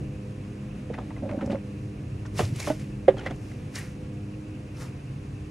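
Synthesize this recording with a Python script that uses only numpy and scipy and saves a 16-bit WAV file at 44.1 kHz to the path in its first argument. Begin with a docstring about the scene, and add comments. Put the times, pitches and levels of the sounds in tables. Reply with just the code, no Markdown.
"""A wooden hive box is knocked and scraped as honey bees are scooped into it in a garden.
Impacts excite the damped modes of box and scoop, with one loud hollow knock among them, and stick-slip
friction drives the wood as the scoop drags. Frames rattle, wax comb snaps, and loads of bees slide
off with a dry swish and land with soft thuds. Behind the work, periodic wingbeats make the swarm hum
over a far motor, a low outdoor rumble and a faint hiss of air."""
import sys
import numpy as np
from scipy import signal
from scipy.fft import rfft, irfft, next_fast_len
from scipy.io import wavfile

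SR = 44100
rng = np.random.default_rng(int(sys.argv[2]) if len(sys.argv) > 2 else 0)


def pcm_store(signal):
    """Save signal as 16-bit PCM."""
    levels = np.round(np.clip(np.atleast_2d(signal), -1, 1) * 32767)
    wavfile.write(sys.argv[1], SR, levels.astype(np.int16).T)


N = 242814
TIME = np.arange(N) / SR


def from_db(db):
    """Amplitude ratio of a level in decibels."""
    return 10 ** (np.asarray(db) / 20)


def rms_one(x):
    """Normalisation to unit rms."""
    return x / np.sqrt(np.mean(x ** 2) + 1e-20)


def in_time(rows, column):
    """Linear interpolation of one column at every sample."""
    rows = np.array(rows)
    return np.interp(TIME, rows[:, 0], rows[:, column])


def at_hz(points, hz, column=1):
    """Interpolation of one column on a log-frequency axis."""
    points = np.array(points)
    return np.interp(np.log(np.maximum(hz, 1)), np.log(points[:, 0]), points[:, column])


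def drift(rate_hz):
    """Slow random fluctuation: noise of unit rms, low-passed at rate_hz."""
    r = np.exp(-200 * np.pi * rate_hz / SR)
    slow = signal.lfilter([1], [1, -2 * r, r * r], rng.standard_normal(N // 100 + 1002))[1000:]
    return np.interp(np.arange(N) / 100, np.arange(len(slow)), rms_one(slow))


def colour(x, spectrum):
    """Spectral shaping of a steady sound, at unit rms."""
    size = next_fast_len(N)
    gain = from_db(at_hz(spectrum, np.fft.rfftfreq(size, 1 / SR)))
    return rms_one(irfft(rfft(x, size) * gain, size)[..., :N])


def resonance(x, hz, width_hz):
    """Forced response of a two-pole resonator with unit peak gain."""
    r = np.exp(-np.pi * width_hz / SR)
    poles = [1, -2 * r * np.cos(2 * np.pi * hz / SR), r * r]
    return signal.lfilter(np.array([1, 0, -1]) * (1 - r * r) / 2, poles, x + 1e-18)


def focus(x, hz, breadth):
    """Two resonators in cascade, each of fractional bandwidth breadth, at unit rms."""
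    return rms_one(resonance(resonance(x, hz, breadth * hz), hz, breadth * hz))


def grains(per_s, spread_db):
    """Shot noise: random tiny contacts of uneven size, at unit rms."""
    sizes = from_db(spread_db * np.minimum(rng.exponential(1, N), 4)) * rng.choice([-1, 1], N)
    return rms_one(sizes * (rng.random(N) < per_s / SR))


def near(mid, side, side_db):
    """Direct sound, common to both channels, plus diffuse sound of opposite sign in each."""
    return mid + from_db(side_db) * side * [[1], [-1]]


def add(track, start_s, sound):
    """Superposition of a short sound on a track."""
    start = int(start_s * SR)
    track[start:start + len(sound)] += sound[:N - start]


def ring(hz, t60):
    """Free vibration of a damped mode, falling 60 dB in t60 seconds."""
    t = TIME[:SR // 3]
    return np.sin(2 * np.pi * hz * t) * from_db(-60 * t / t60)


def peak(peak_s, rise_s, fall_s):
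    """Exponential growth to height 1, then exponential decay."""
    return np.exp(-np.maximum((peak_s - TIME) / rise_s, (TIME - peak_s) / fall_s))


# Spectral envelope of a wingbeat. Each row: frequency in Hz, relative harmonic level in dB.
WINGBEAT_SPECTRUM = [(260, 2.5), (520, -18), (780, -20), (1200, -22), (2500, -22), (4000, -29)]

def swarm(count, wing_hz, spread, swerve, pass_db, level_db):
    """Periodic wingbeats radiate harmonics; each bee bends in pitch as it turns and swells as it nears."""
    out, orders, cycle = np.zeros((2, N)), np.arange(1, 16), np.linspace(0, 1, 513)
    for place in np.linspace(-1, 1, count):
        hz = wing_hz * (1 + spread * place)
        harmonics = np.sin(2 * np.pi * (np.outer(orders, cycle) + rng.random((len(orders), 1))))
        waveform = from_db(at_hz(WINGBEAT_SPECTRUM, hz * orders)) @ harmonics
        beats = np.cumsum(hz * (1 + swerve * drift(2.2))) / SR
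        buzz = np.interp(beats % 1, cycle, waveform) * from_db(pass_db * drift(1.87))
        pan = from_db(rng.uniform(-1.5, 1) * np.array([[1], [-1]]))
        out += buzz * pan
    return from_db(level_db) * rms_one(out)


def far_buzz(hz, breadth, level_db, flicker_db):
    """Random amplitude modulation of narrow-band noise is heard as restless, distant buzzing."""
    band = focus(focus(rng.standard_normal((2, N)), hz, breadth), hz, breadth)
    return from_db(level_db) * rms_one(near(*band, side_db=-3) * from_db(flicker_db * drift(25.4)))


# The motor under changing load. Each row: time in seconds, fundamental in Hz, gain in dB.
MOTOR_LOAD = [(0, 102.4, 2.5), (0.27, 101.2, 2), (0.85, 102, 2.5), (1.1, 101.7, 1), (1.4, 100.8, 2.5),
              (1.8, 100.8, 3.5), (2.1, 101.3, 0), (3.3, 101.7, 0), (3.7, 101.7, -0.5), (4.2, 101, 1),
              (4.5, 102.2, 0.5), (4.85, 101.6, 2), (5.1, 101.2, -2), (5.3, 99.8, -2), (5.5, 101.5, 0.5)]
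# Its harmonics, from the fundamental up. Each entry: rms level in dB before that gain.
MOTOR_HARMONICS = [-47, -47.5, -48.5, -60.5, -58.5, -67, -73]

def motor(waver_db, jitter, flutter_db):
    """A far motor radiates a harmonic series; each partial fades and flutters on its way through air."""
    phase = 2 * np.pi * np.cumsum(in_time(MOTOR_LOAD, column=1) * (1 + jitter * drift(5.8))) / SR
    tone = 0
    for order, db in enumerate(MOTOR_HARMONICS, 1):
        amplitude = np.sqrt(2) * from_db(db + waver_db * drift(1.9) + flutter_db * drift(12))
        tone += amplitude * np.sin(order * phase + rng.uniform(0, 2 * np.pi))
    return from_db(in_time(MOTOR_LOAD, column=2)) * tone


# Coherence of the ambient field. Each row: frequency in Hz, left-right correlation from -1 to 1.
FIELD_COHERENCE = [(100, 1), (330, 0.96), (500, 0.35), (850, -0.45), (1250, -0.23), (1800, 0.74),
                   (2600, 0.56), (3300, -0.16), (4500, 0.21), (6500, 0.98)]

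def surroundings(spectrum):
    """A diffuse noise field is coherent at two nearby points in the bass, less so at most higher pitches."""
    size = next_fast_len(N)
    alike = np.clip(at_hz(FIELD_COHERENCE, np.fft.rfftfreq(size, 1 / SR)), -1, 1)
    mid, side = rfft(rng.standard_normal((2, size)))
    field = np.sqrt(1 + alike) * mid + np.sqrt(1 - alike) * side * [[1], [-1]]
    return colour(irfft(field, size)[:, :N], spectrum)


# Outdoor rumble. Each row: frequency in Hz, relative spectral density in dB.
RUMBLE_SPECTRUM = [(22, -44), (32, -17.5), (50, -5), (64, -5.5), (90, -3), (140, 2), (175, -11.5),
                   (260, -16), (370, -16), (480, -20), (620, -29), (900, -38.5), (2000, -58)]
# Its swells. Each row: peak time in seconds, boost in dB, rise and fall time constants in seconds.
RUMBLE_BOOSTS = [(0.04, 6.5, 0.62, 0.02), (2.458, 4, 0.39, 0.79)]

def rumble(level_db, waver_db):
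    """Diffuse low-frequency noise wavers and swells under slow amplitude modulation."""
    swell_db = sum(db * peak(s, rise, fall) for s, db, rise, fall in RUMBLE_BOOSTS)
    return from_db(level_db + swell_db + waver_db * drift(0.63)) * surroundings(RUMBLE_SPECTRUM)


# Garden air. Each row: frequency in Hz, relative spectral density in dB.
AIR_SPECTRUM = [(300, -1.5), (700, 5.5), (1150, 5.5), (1320, 1), (2050, -1), (2350, 1), (2700, -6),
                (2950, -5), (3300, -8), (4200, -8), (6600, -9.5), (7300, -12.5), (11500, -13.5),
                (13500, -20), (16000, -37)]

def air(level_db, flicker_db):
    """Diffuse broadband noise is heard as a faint, slightly flickering hiss."""
    return from_db(level_db + flicker_db * drift(13.0)) * surroundings(AIR_SPECTRUM)


# Ticks of scoop and frames on wood. Each row: start in seconds, level in dB, mode in Hz, t60 in seconds.
WOOD_TICKS = [(0.893, -48, 1870, .025), (0.933, -46, 1890, .03), (0.939, -46, 3320, 0.0093),
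              (0.942, -31, 1940, 0.02), (0.951, -44, 2560, 0.027), (0.978, -41, 1800, 0.017),
              (0.987, -31.5, 950, 0.023), (1.022, -50.5, 2300, 0.026), (1.105, -41, 1980, 0.024),
              (1.164, -40.5, 2020, .03), (1.291, -42, 2506, 0.023), (1.389, -37, 1510, 0.02),
              (1.409, -32, 1292, .04), (1.418, -38, 1750, 0.028), (1.507, -32, 2570, 0.01),
              (1.531, -43, 2400, .02), (2.3925, -19, 2670, 0.017), (2.393, -12, 770, 0.013),
              (2.405, -31, 2810, 0.02), (2.626, -31.5, 2204, 0.039), (3.182, -41, 3160, 0.065),
              (3.192, -34.5, 1420, 0.037), (3.193, -41, 2960, 0.039), (3.254, -49, 3360, 0.0196),
              (3.263, -26, 2060, 0.04), (3.300, -39, 2770, 0.016), (3.308, -41, 3320, 0.022),
              (3.515, -42, 2040, 0.027), (3.786, -31, 1870, 0.036), (3.811, -40, 2050, 0.044),
              (4.769, -44.5, 5300, 0.016)]

def ticks(split, upper_db, snap_db, snap_t60, snap_hz, snap_breadth):
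    """A brief, hard contact gives a broadband snap and excites a pair of close modes."""
    rings, snaps = np.zeros(N), np.zeros(N)
    for s, db, hz, t60 in WOOD_TICKS:
        upper_mode = from_db(upper_db) * ring(hz * (1 + split), t60 / 2)
        add(rings, s, from_db(db) * (ring(hz, t60) - upper_mode))
        add(snaps, s, from_db(db + snap_db - 60 * TIME[:SR // 10] / snap_t60))
    noise = focus(rng.standard_normal((2, N)), snap_hz, snap_breadth)
    return rings + snaps * near(*noise, side_db=-16)


# Contact noise of a blow. Each row: frequency in Hz, relative spectral density in dB.
CRACK_SPECTRUM = [(150, 1.5), (400, 6.5), (640, 6.5), (860, -2.5), (1100, -4.5), (2000, -12.5), (3300, -16),
                  (4500, -31.5), (8000, -38), (14000, -53)]

def impacts(blows, modes, body_hz, contact_s, crack_t60, tail_db, tail_t60):
    """Modal superposition: each blow rings all modes, with a rough crack and a faint scattered tail."""
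    body, burst, t = np.zeros(N), np.zeros(N), TIME[:SR // 3]
    onset = 1 - np.exp(-t / contact_s)
    fade = from_db(-60 * t / crack_t60) + from_db(tail_db - 60 * t / tail_t60)
    for s, ring_db, crack_db, hardness, pitch in blows:
        # the spot struck shifts the pitch; a hard contact favours the modes above body_hz
        tone = sum((-1) ** k * from_db(db + hardness * np.log2(hz / body_hz)) * ring(hz * pitch, t60)
                   for k, (hz, db, t60) in enumerate(modes))
        add(body, s, from_db(ring_db) * onset * tone)
        add(burst, s, from_db(crack_db) * onset * fade)
    noise = colour(rng.standard_normal((2, N)), CRACK_SPECTRUM)
    return body + burst * near(*noise, side_db=-11.5)


# Blows on the box. Each row: start in seconds, ring gain in dB, crack gain in dB,
# hardness as a tilt in dB per octave, pitch as a ratio to the mode frequencies.
BOX_BLOWS = [(0.898, -23, -52, -4, 0.89), (0.984, -37, -36.5, 2, 0.93), (1.291, -39, -37, -7, 0.94),
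             (3.080, 0.5, -17, -2, 1.001), (3.261, -25.5, -45, 10.5, 1.01)]
# Modes of the box walls. Each row: frequency in Hz, relative level in dB, t60 in seconds.
WALL_MODES = [(382, -12.5, 0.12), (506.5, -4, 0.066), (552, 0.5, 0.058), (700, -10, 0.045),
              (780, -15, 0.052), (1320, -36, 0.07), (1690, -37, 0.15), (1903, -23.5, 0.065),
              (2105, -27.5, 0.06)]

def box_knocks():
    """Impact sets the walls of the hollow box into quickly damped free vibration."""
    return impacts(BOX_BLOWS, WALL_MODES, body_hz=482, contact_s=0.0019,
                   crack_t60=0.07, tail_db=-17.5, tail_t60=0.26)


# Strokes of the scoop along the box. Each row: start in seconds, length in seconds,
# wood level in dB, grit level in dB, both as reached at the stroke's end.
SCOOP_STROKES = [(0.898, 0.059, -43, -73), (0.977, 0.057, -45.5, -64), (1.222, 0.158, -40.5, -65),
                 (1.409, 0.055, -36, -57.5), (1.498, 0.049, -33.5, -53.5), (3.167, 0.14, -41, -51.5),
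                 (3.3, 0.012, -40, -52.5)]

def pressure(part, swell_db, attack_s=0.0017, release_s=0.015):
    """Friction noise follows contact force: a stroke bites, changes by swell_db and lets go."""
    out = 0
    for start, length, wood_db, grit_db in SCOOP_STROKES:
        end_db = {"wood": wood_db, "grit": grit_db}[part]
        age = np.maximum(TIME - start, 0)
        held = (1 - np.exp(-age / attack_s)) * np.exp(-np.maximum(age - length, 0) / release_s)
        out += held * from_db(end_db + swell_db * (np.minimum(age / length, 1) - 1))
    return out


# Wood under the scoop. Each row: mode frequency in Hz, bandwidth in Hz, relative gain in dB.
RUBBED_MODES = [(200, 48, 5.5), (266, 114, 0.5), (385, 64, -1), (548, 26, 2), (632, 110, -10),
                (751, 27, -1), (870, 33, -8), (1140, 450, -49)]

def drag(slips_per_s, swell_db):
    """Forced vibration: tiny, uneven slips of the scoop keep the wood ringing."""
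    slips = np.array([grains(slips_per_s, spread_db=3), grains(slips_per_s, spread_db=-1)])
    wood = sum((-1) ** k * from_db(db) * resonance(slips, hz, width)
               for k, (hz, width, db) in enumerate(RUBBED_MODES))
    return pressure("wood", swell_db) * near(*rms_one(wood), side_db=-44)


# Loose frames. Each row: mode frequency in Hz, bandwidth in Hz, relative gain in dB.
LOOSE_FRAME_MODES = [(696, 110, 5.5), (886, 91, -5.5), (1100, 80, -2), (1386, 50, -2), (1820, 65, -6.5),
                     (2130, 180, -4), (2500, 100, -13)]

def rattle(contacts_per_s, gain_db):
    """Intermittent contact excites the modes of loose frames while the scoop drags."""
    contacts = grains(contacts_per_s, spread_db=6.5)
    wood = sum(from_db(db) * resonance(contacts * rng.standard_normal(N), hz, width)
               for hz, width, db in LOOSE_FRAME_MODES)
    return from_db(gain_db) * pressure("wood", swell_db=0.5) * rms_one(wood)


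# Grit before its resonances. Each row: frequency in Hz, relative spectral density in dB.
GRIT_SPECTRUM = [(300, 40.5), (2200, 0), (3500, -2.5), (7000, -1.5), (14000, 8)]
# Catches of scoop and comb on the wood. Each row: start in seconds, gain in dB, centre in Hz.
CATCHES = [(0.937, -29.5, 1850), (0.979, -27, 1120), (1.103, -33, 920), (1.165, -31.5, 970),
           (1.29, -30.5, 1620), (1.387, -31.5, 1100), (1.41, -30, 1780), (1.458, -43, 4760),
           (1.512, -32.5, 2660), (1.545, -29.5, 1140), (2.251, -32.5, 1738), (2.39, -19, 1099),
           (2.597, -33, 2620), (2.67, -20.5, 1280), (3.175, -42, 3270), (3.189, -48, 2030),
           (3.261, -20, 1860), (3.305, -40, 1290), (3.514, -41, 2000), (3.753, -25.5, 4420),
           (3.784, -30, 9000), (4.768, -46, 3000)]

def rubs(grit_per_s, breadth, scrape_hz, uneven_db):
    """Surface roughness makes each stroke scrape; each catch releases a dying, resonant burst of grit."""
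    contacts = np.array([grains(grit_per_s, spread_db=0), grains(grit_per_s, spread_db=3)])
    grit = colour(contacts, GRIT_SPECTRUM)
    force = pressure("grit", swell_db=-5) * from_db(uneven_db * drift(33))
    out = force * focus(grit, scrape_hz, breadth)
    t = TIME[:SR // 10]
    for s, db, hz in CATCHES:
        decay_s = 0.0076 * (1970 / hz) ** 0.28  # smaller, higher catches die sooner
        fade = np.exp(-t / decay_s)
        span = slice(int(s * SR), int(s * SR) + len(t))
        out[:, span] += from_db(db) * (1 - fade) * fade * focus(grit[:, span], hz, breadth)
    return near(*out, side_db=-14)


# Cracks in the wax comb. Each row: start in seconds, level in dB, centre in Hz, t60 in seconds.
COMB_CRACKS = [(0.939, -46, 3300, 0.012), (1.461, -50, 5460, 0.033), (2.262, -49, 5340, 0.044),
               (2.3916, -31, 3620, 0.012), (2.406, -35, 3830, 0.012), (2.453, -36, 4000, 0.011),
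               (2.562, -41, 8950, .025), (2.6, -33, 5000, .025), (2.629, -37, 5800, .02),
               (2.80, -45, 7000, 0.0096), (3.182, -56, 5500, .04), (3.195, -47.5, 4600, .025),
               (3.261, -46, 5130, 0.016), (3.307, -55, 6500, .035), (3.362, -56, 6000, 0.018),
               (3.52, -58, 6500, 0.023)]

def comb_snaps(breadth):
    """Brittle fracture of wax releases bright bursts of noise that die at once."""
    out, t = np.zeros((2, N)), TIME[:SR // 20]
    noise = rng.standard_normal((len(COMB_CRACKS), 2, len(t)))
    for (s, db, hz, t60), burst in zip(COMB_CRACKS, noise):
        for track, crack in zip(out, focus(burst, hz, breadth)):
            add(track, s, from_db(db - 60 * t / t60) * crack)
    return near(*out, side_db=-12)


def echo(x, delay_s, gain_db, cutoff_hz):
    """Reflection from a nearby wall returns the sound late, faint and dull."""
    late = np.pad(x, ((0, 0), (int(delay_s * SR), 0)))[:, :N]
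    lowpass = signal.butter(2, cutoff_hz, fs=SR, output="sos")
    return from_db(gain_db) * signal.sosfilt(lowpass, late + 1e-18)


# Slips down the box wall. Each row: start in seconds, thump level in dB, ring level in dB,
# ring frequency in Hz, which shifts with the scoop's grip.
WALL_SLIPS = [(1.229, -15.5, -33, 578), (1.236, -47, -30, 610), (1.254, -42, -26.5, 545),
              (1.292, -24, -35, 620), (1.309, -41, -28, 584), (1.323, -40, -29.5, 603),
              (1.344, -21, -25.5, 554), (1.377, -11.5, -34, 613), (1.426, -15, -27.5, 555),
              (1.443, -14.5, -34, 586), (1.475, -17.5, -28, 556), (1.497, -16, -24.5, 563),
              (1.516, -20, -43, 550), (1.529, -20, -36, 530), (1.546, -19, -20.5, 549)]

def stick_slip(release_s, thump_hz, crunch_db, crunch_t60, crunch_hz, crunch_breadth):
    """Stick-slip friction: each release thumps the whole box, rings the wall and crunches rough fibres."""
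    out, crunch, t = np.zeros(N), np.zeros(N), TIME[:SR // 3]
    onset = 1 - np.exp(-t / release_s)
    for s, thump_db, ring_db, hz in WALL_SLIPS:
        thump = from_db(thump_db) * ring(thump_hz, t60=0.031)
        wall = from_db(ring_db) * ring(hz, t60=0.082)
        add(out, s, onset * (thump - wall))
        add(crunch, s, onset * from_db(ring_db + crunch_db - 60 * t / crunch_t60))
    return out + crunch * focus(grains(per_s=3300, spread_db=6), crunch_hz, crunch_breadth)


# Sliding bees. Each row: frequency in Hz, relative spectral density in dB.
SLIDE_SPECTRUM = [(300, -9), (600, 1), (1200, -5), (1600, -6.5), (2000, 0), (2750, -4.5), (3400, -8),
                  (5500, -2), (8000, -7), (11400, -7), (12800, -5), (13700, -27), (16000, -45)]
# Loads leaving the scoop. Each row: peak time in seconds, level in dB, rise and fall time constants
# in seconds, patter level in dB, patter centre in Hz.
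SLIDING_LOADS = [(2.388, -34, 0.016, 0.047, -40, 2270), (2.562, -51, 0.012, 0.025, -49, 2060),
                 (2.602, -40.5, 0.0094, 0.018, -45, 2010), (2.674, -38.5, 0.044, 0.046, -44.5, 2070),
                 (2.799, -56, 0.0082, 0.067, -55, 1920), (3.5, -59.5, 0.19, 0.14, -67, 2000),
                 (3.759, -42, 0.014, 0.068, -42, 1592), (4.823, -46.5, 0.036, 0.038, -48.5, 1120)]

def swishes(bodies_per_s, clump_db, patter_lag_s, patter_breadth):
    """Countless contacts of dry bodies and wings sum incoherently to a swish; landings patter, duller."""
    contacts = np.array([grains(bodies_per_s, spread_db=4), grains(bodies_per_s, spread_db=1)])
    slide = near(*colour(contacts, SLIDE_SPECTRUM), side_db=-12.5)
    landings = grains(bodies_per_s, spread_db=6.5)
    flow, patter = 0, 0
    for s, db, rise, fall, patter_db, patter_hz in SLIDING_LOADS:
        flow += from_db(db) * peak(s, rise, fall)
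        arrival = from_db(patter_db) * peak(s + patter_lag_s, rise, fall)
        patter += arrival * focus(landings, patter_hz, patter_breadth)
    return from_db(clump_db * drift(40)) * (flow * slide + patter)


# Taps of the scoop. Each row: start in seconds, ring gain in dB, crack gain in dB,
# hardness as a tilt in dB per octave, pitch as a ratio to the mode frequencies.
SCOOP_BLOWS = [(2.392, -25.5, -25.5, -2, .95), (2.403, -26, -28.5, -2, .8), (2.675, -14, -29.5, -3.5, 0.97),
               (2.701, -11, -32.5, -7, 1.03)]
# Modes of the scoop. Each row: frequency in Hz, relative level in dB, t60 in seconds.
SCOOP_BODY_MODES = [(288, -14, 0.062), (563, -16, 0.054), (606, -6, 0.091), (848, -10, 0.042),
                    (1450, -19, 0.1), (1920, -12, 0.028)]

def scoop_taps():
    """Short impacts on the wood excite the scoop's own damped modes."""
    return impacts(SCOOP_BLOWS, SCOOP_BODY_MODES, body_hz=572, contact_s=0.00044,
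                   crack_t60=0.12, tail_db=-11.5, tail_t60=0.087)


# Clumps of bees landing. Each row: start in seconds, gain in dB, mode in Hz, t60 in seconds.
SOFT_LANDINGS = [(2.397, -13, 198, 0.043), (2.43, -16.5, 96, 0.13), (2.522, -13.5, 137, 0.071),
                 (3.303, -18, 285, 0.042)]

def thuds(landing_s):
    """A soft clump of bees has a long contact time, so it excites only a low mode."""
    out = np.zeros(N)
    settle = (1 - np.exp(-TIME[:SR // 3] / landing_s)) ** 2
    for s, db, hz, t60 in SOFT_LANDINGS:
        add(out, s, from_db(db) * settle * ring(hz, t60))
    return out


def scene():
    """Linear superposition of swarm, motor, garden and the work at the box."""
    bees = swarm(count=10, wing_hz=262, spread=0.076, swerve=0.024, pass_db=5.5, level_db=-50)
    bees += swarm(count=4, wing_hz=176, spread=0.015, swerve=0.014, pass_db=8, level_db=-56)
    bees += far_buzz(hz=2594, breadth=0.28, level_db=-63, flicker_db=3)
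    far_motor = motor(waver_db=2.5, jitter=0.0049, flutter_db=1.5)
    garden = rumble(level_db=-38, waver_db=0.1) + air(level_db=-55.5, flicker_db=0.5)
    work = ticks(split=0.065, upper_db=-5.5, snap_db=-15, snap_t60=0.015, snap_hz=2130, snap_breadth=0.73)
    knocks = box_knocks()
    work += drag(slips_per_s=730, swell_db=-2.5)
    work += rattle(contacts_per_s=320, gain_db=-17.5)
    work += rubs(grit_per_s=2500, breadth=0.98, scrape_hz=2030, uneven_db=3)
    work += comb_snaps(breadth=0.77)
    work += echo(knocks, delay_s=0.06, gain_db=-27.5, cutoff_hz=900)
    work += stick_slip(release_s=0.0018, thump_hz=243, crunch_db=-16.5, crunch_t60=0.036,
                       crunch_hz=766, crunch_breadth=0.8)
    work += swishes(bodies_per_s=13000, clump_db=0.5, patter_lag_s=0.0016, patter_breadth=0.96)
    work += scoop_taps() + thuds(landing_s=0.0028)
    return bees + far_motor + garden + knocks + work


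# The two microphone ports. Each row: frequency in Hz, left minus right in dB, left lead in radians.
PORT_DIFFERENCES = [(250, 0, 0), (400, -2.7, 0), (550, -4.2, .2), (800, -3.8, .3), (1100, .5, .2),
                    (1600, 1, 0), (2300, .3, -.5), (3500, 0, -.2), (6800, 0, -.2), (8500, 0, -1),
                    (10500, 0, -1.6), (12700, 0, -3.0), (14000, 0, -3.1)]

def record(dry):
    """Level and phase differences set the stereo image; saturation rounds peaks, a low-pass cuts the top."""
    size = next_fast_len(N + SR // 10)
    hz = np.fft.rfftfreq(size, 1 / SR)
    difference_db = at_hz(PORT_DIFFERENCES, hz, column=1)
    lead = at_hz(PORT_DIFFERENCES, hz, column=2)
    left = from_db(difference_db / 2) * np.exp(1j * lead / 2)
    heard = irfft(rfft(dry, size) * np.array([left, 1 / left]), size)[:, :N]
    rounded = heard / (1 + (heard / 0.97) ** 6) ** (1 / 6)
    return signal.sosfilt(signal.cheby2(12, 60, 14800, fs=SR, output="sos"), rounded)


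dry = scene()
out = record(dry)
pcm_store(out)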